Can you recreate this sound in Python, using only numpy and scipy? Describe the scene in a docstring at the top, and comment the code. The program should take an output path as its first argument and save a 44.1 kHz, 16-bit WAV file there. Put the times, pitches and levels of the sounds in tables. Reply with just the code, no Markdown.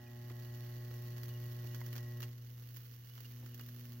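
"""Mains-frequency high voltage burns branching tracks into a damp wooden board.
The supply hums, and a flaming arc buzzes until it dies down after about 2.3 s. The tips of the
tracks sizzle with boiling sap and tiny sparks, swelling in every half cycle of the mains.
Now and then steam squeaks, wood gas puffs into flame and the damp wood spits; once it pops.
A soft workshop rumble lies underneath."""
import sys
import numpy as np
from scipy import signal
from scipy.fft import rfft, irfft
from scipy.io import wavfile

SR = 44100
rng = np.random.default_rng(int(sys.argv[2]) if len(sys.argv) > 2 else 0)


def store_pcm(level_fs):
    """Save levels as 16-bit WAV."""
    pcm = np.round(np.clip(level_fs, -1, 1) * 32767).astype(np.int16)
    wavfile.write(sys.argv[1], SR, np.atleast_2d(pcm).T)


N = 176400
TIME = np.arange(N) / SR
PULSE_HZ = 120.09   # two current peaks per mains cycle
SIZZLE_PHASE, ARC_PHASE = 0.93, 0.4066   # where in a half cycle each one peaks, from 0 to 1


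def from_db(db):
    """Turn decibels into a gain."""
    return 10 ** (np.asarray(db) / 20)


def rms_one(x):
    """Scale a signal to an average power of 1."""
    return x / np.sqrt(np.mean(x ** 2) + 1e-20)


def in_time(rows):
    """Join a table's rows with straight lines: one curve for each column after the time."""
    times, *columns = np.transpose(rows)
    return [np.interp(TIME, times, column) for column in columns]


def at_hz(rows, hz):
    """Read a table's value at any frequency, sliding between rows by musical pitch."""
    row_hz, values = np.transpose(rows)
    return np.interp(np.log(hz + 1), np.log(row_hz), values)


def drift(rate_hz):
    """A random wander of typical size 1, mostly slower than the given rate."""
    hz = np.fft.rfftfreq(N, 1 / SR)
    return rms_one(irfft(rfft(rng.standard_normal(N)) / (1 + (hz / rate_hz) ** 2), N))


def pan(db):
    """Left and right gains; positive dB leans to the left."""
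    gains = from_db(np.array([[.5], [-.5]]) * db)
    return gains / gains.mean(0)


def pulsing(depth, phase):
    """A rise and fall in every half cycle of the mains."""
    return rms_one(np.exp(depth * np.cos(2 * np.pi * (PULSE_HZ * TIME - phase))))


def swell(start, rise_s):
    """A quick rise to 1, then a smooth fall."""
    age = np.maximum(TIME - start, 0) / rise_s
    return age * np.exp(1 - np.minimum(age, 50))


# The treble of every noise leans right. Each row: frequency in Hz, left minus right in dB.
NOISE_PLACE = [(2000, -0.5), (5000, -8.5), (13000, -5)]

def noise(tone, envelope, alike):
    """Stereo noise with a given tone and loudness curve; alike=1 feeds both ears the same noise."""
    hz = np.fft.rfftfreq(N, 1 / SR)
    mid, side = rng.standard_normal((2, N))
    white = mid + np.sqrt((1 - alike) / (1 + alike)) * side * np.array([[1], [-1]])
    low_cut = hz ** 2 / np.hypot(hz ** 2, tone[0][0] ** 2)
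    high_cut = 1 / np.hypot(1, (hz / (2 * tone[-1][0])) ** 2)
    colour = rms_one(from_db(at_hz(tone, hz)) * low_cut * high_cut)
    return irfft(rfft(white * envelope) * colour * pan(at_hz(NOISE_PLACE, hz)), N)


# The current through the board. Each row: time in seconds, hum level in dB,
# level of the octave above in dB, strength of the arc in dB.
CURRENT = [(0, -55, -62, -1.5), (.27, -47, -62, 0.5), (1.1, -44.5, -63.5, 1), (1.7, -43.5, -61.5, 1),
           (2.25, -44, -61, 0.5), (2.35, -49, -67.5, -12.5), (2.72, -50.5, -72.5, -16.5),
           (3.06, -53.5, -77, -23.5), (3.35, -49.5, -63.5, -11.5), (4, -49.5, -58, -7)]

def hum():
    """The current makes a deep hum and the two octaves above it, the same in both ears."""
    low_db, octave_db, _ = in_time(CURRENT)
    turn = 2 * np.pi * (PULSE_HZ * TIME - ARC_PHASE)
    tones = from_db(low_db) * (np.cos(turn) + from_db(-29) * np.sin(4 * turn))
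    tones -= from_db(octave_db) * np.cos(2 * turn)
    return np.sqrt(2) * from_db(.4 * drift(19)) * tones


# The arc's buzz. Each row: multiple of the pulse rate, base level in dB,
# left minus right in dB, extra dB while the arc is young.
ARC_BUZZ = [(3, -63, -9, -2), (5, -71, 17.5, -0.5), (6, -81, 3.5, 6.5), (7, -80, -16, 8), (9, -76, 16, -4),
            (14, -81, -31, 5)]
# The arc's rough rush. Each row: frequency in Hz, relative level in dB.
RUSH_TONE = [(90, 5), (165, 5), (300, -13), (680, -18), (1600, -16), (1930, -7.5), (2300, -25.5)]
# The arc's thin whine. Each row: time in seconds, level in dB.
ARC_WHINE = [(0, -73), (1.6, -70.5), (2.1, -68), (2.24, -69.5), (2.33, -89)]

def arc():
    """The flaming arc strikes in every half cycle, making a buzz, a pulsing rush and a whine."""
    _, _, arc_db = in_time(CURRENT)
    jitter_s, settle_s, waver_db = .00005, 0.55, 0.15
    turn = 2 * np.pi * (PULSE_HZ * (TIME + jitter_s * drift(10)) - ARC_PHASE)
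    young = np.exp(-TIME / settle_s)
    buzz = 0
    for multiple, db, pan_db, young_db in ARC_BUZZ:
        level = from_db(db + young * young_db - waver_db * drift(23))
        buzz += pan(pan_db) * level * np.cos(multiple * turn + rng.standard_normal())
    rush_level = from_db(-66 + 0.8 * arc_db) * pulsing(depth=0.69, phase=ARC_PHASE)
    rush = noise(RUSH_TONE, rush_level, alike=0.94)
    whine = from_db(in_time(ARC_WHINE)[0] - waver_db * drift(10)) * np.cos(16 * turn)
    return rush - np.sqrt(2) * (from_db(arc_db) * buzz + whine)


def sparks(per_second=130, decay_s=0.00072, spread_db=5, cluster_db=3.5):
    """The power of tiny random sparks that flare and die, plus a flutter; it averages 1."""
    sizes = from_db(spread_db * np.minimum(rng.exponential(1, N), 2))
    born = rng.random(N) < per_second / SR
    decay = np.exp(-1 / (decay_s * SR))
    flares = signal.lfilter([1], [1, -2 * decay, decay ** 2], (sizes * born) ** 2 + 1e-18)
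    clusters = from_db(cluster_db * np.minimum(drift(64), 2)) ** 2
    power = flares / flares.mean() + clusters
    return power / power.mean()


# How loud the sizzle is. Each row: time in seconds, its body in dB, its high hiss in dB.
SIZZLE_LEVELS = [(0, -71, -66), (.5, -66.5, -59.5), (1.75, -65, -57.5), (2.36, -70, -63.5),
                 (2.7, -67.5, -58.5), (3.03, -69.5, -61.5), (3.2, -67, -59.5), (4, -67, -59)]
# The tone of the body and of the hiss. Each row: frequency in Hz, relative level in dB.
BODY_TONE = [(300, 9.5), (700, -7), (1200, -1.5), (1900, 2), (2400, -3), (2900, 2), (3900, -3.5),
             (4500, 0.5), (5000, -4.5), (5500, 0), (6800, -5), (8000, -15.5), (10000, -12)]
HISS_TONE = [(7000, -68), (10000, -17), (11200, -7), (12300, 1), (14200, -1.5), (15600, 4.5)]

def sizzle(spark_share=0.59):
    """Boiling sap and tiny sparks sizzle, loudest at one moment of each half cycle."""
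    body_db, hiss_db = in_time(SIZZLE_LEVELS)
    grain = np.sqrt(1 - spark_share + spark_share * sparks())
    body = noise(BODY_TONE, from_db(body_db) * grain * pulsing(0.33, SIZZLE_PHASE), alike=0)
    hiss = noise(HISS_TONE, from_db(hiss_db) * grain * pulsing(0.3, SIZZLE_PHASE), alike=0)
    return body + hiss


def bench_echoes(sound, count=4, echo_db=-15, longest_s=.007):
    """The bench and nearby walls throw back a few quick echoes, different in each ear."""
    gain, out = from_db(echo_db), sound.copy()
    delays = (rng.uniform(0.31, 1, (2, count)) * longest_s * SR).astype(int)
    for ear in range(2):
        for delay in delays[ear]:
            out[ear, delay:] += gain * sound[ear, :N - delay]
    return out / np.sqrt(1 + count * gain ** 2)


# The workshop's background. Each row: frequency in Hz, relative level in dB.
WORKSHOP_TONE = [(28, -23), (42, 1.5), (95, 0), (330, -11), (2500, -38)]

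def workshop():
    """The room rumbles softly and steadily."""
    return noise(WORKSHOP_TONE, from_db(-69.5), alike=0.85)


def ring(hz=4483, width_hz=350, end_s=1.6):
    """A thin, breathy ring in the sizzle swells as the arc catches and fades as the flame grows."""
    fade = np.sin(np.pi * np.clip(TIME / end_s, 0, 1))
    tone = [(hz / 2, -60), (hz - width_hz, -30), (hz, 0), (hz + width_hz, -30), (2 * hz, -60)]
    return noise(tone, from_db(-79) * fade, alike=0)


# The clear squeaks of steam. Each row: start in seconds, level in dB, pitch in Hz.
STEAM_SQUEAKS = [(.063, -65, 2480), (1.298, -62, 2920), (1.343, -60.5, 2910), (2.225, -55, 2770),
                 (3.105, -62.5, 2960), (3.243, -57.5, 2840), (3.6, -58, 2870)]

def squeaks(length_s=0.022, faint_hz=2900):
    """Steam whistles through the pores of the wood: a few clear squeaks and many faint ones."""
    waver_hz = 34.1 * drift(152)
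    body_db, _ = in_time(SIZZLE_LEVELS)
    faint_level = from_db(body_db - 16.5 + 8.5 * np.minimum(drift(57), 2))
    out = faint_level * np.sin(2 * np.pi * np.cumsum(faint_hz + 2 * waver_hz) / SR)
    for start, db, hz in STEAM_SQUEAKS:
        envelope = np.sin(np.pi * np.clip((TIME - start) / length_s, 0, 1))
        out += from_db(db) * envelope * np.sin(2 * np.pi * np.cumsum(hz + waver_hz) / SR)
    return out


# The puffs of flame. Each row: start in seconds, level in dB.
FLAME_PUFFS = [(.298, -54.5), (0.903, -60), (1.311, -61), (1.637, -54.5), (3.422, -55.5)]
# The tone of a puff. Each row: frequency in Hz, relative level in dB.
PUFF_TONE = [(90, 2.5), (160, -2), (330, -6), (1200, -23.5)]

def puffs():
    """Wood gas catches fire with a soft, low puff."""
    envelope = sum(from_db(db) * swell(start, rise_s=0.0083) for start, db in FLAME_PUFFS)
    return noise(PUFF_TONE, envelope, alike=0.94)


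# The spits. Each row: start in seconds, base level in dB, dullness in dB (more lows, less hiss).
WOOD_SPITS = [(0.2983, -63, 17.5), (0.911, -58, 9), (1.180, -53.5, 1), (1.232, -51, 1), (1.281, -57, -3),
              (1.7453, -49.5, 2.5), (1.8623, -53.5, -2), (1.9286, -49.5, 1), (1.954, -50, 1),
              (1.9622, -48, 1), (1.979, -49, 7), (2.2035, -51, -2), (2.2203, -50, 3), (2.228, -45.5, 1),
              (2.2358, -51, 4), (2.7618, -55, 0), (2.768, -52.5, -3), (3.177, -56.5, 5), (3.1856, -61.5, 8),
              (3.2038, -54.5, -2), (3.253, -55.5, 2.5), (3.4602, -57, 8), (3.544, -55.5, -3.5),
              (3.594, -53, 10.5), (3.611, -62, -9), (3.6617, -59, -6), (3.6873, -57.5, -3)]
# The low part of a spit. Each row: frequency in Hz, relative level in dB.
SPIT_LOW_TONE = [(400, -25), (900, 1), (1900, 6), (2700, -17)]

def spits():
    """Damp wood bursts in tiny spits, each with its own tone and a short tail in the room."""
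    power = np.zeros((3, N))
    for start, db, dull_db in WOOD_SPITS:
        burst = swell(start, rise_s=0.0015)
        tail = from_db(-13.5) * swell(start, rise_s=0.008)
        gains = from_db([[db + dull_db - 11.5], [db - 2.5], [db - dull_db + 4.5]])
        power += gains ** 2 * (burst ** 2 + tail ** 2)
    low, body, hiss = np.sqrt(power)
    return (noise(SPIT_LOW_TONE, low, alike=0.59)
            + noise(BODY_TONE, body, alike=0) + noise(HISS_TONE, hiss, alike=0))


# The notes of the popping wood. Each row: pitch in Hz, level in dB.
POP_NOTES = [(950, -48), (1400, -54), (2020, -49)]

def pop(start=1.8138):
    """A pocket of steam bursts and the wood around it rings briefly."""
    notes = sum(from_db(db) * np.sin(2 * np.pi * hz * (TIME - start)) for hz, db in POP_NOTES)
    return swell(start, rise_s=0.0014) * notes


def scene():
    """All the sounds of the board over the workshop's background."""
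    electric = hum() + arc()
    crackle = bench_echoes(sizzle() + spits() + pop())
    return electric + crackle + squeaks() + ring() + puffs() + workshop()


def record(dry):
    """Cut away the very highest treble."""
    cutoff_hz = 15900
    return signal.sosfilt(signal.ellip(12, .1, 80, cutoff_hz, fs=SR, output="sos"), dry)


dry = scene()
out = record(dry)
store_pcm(out)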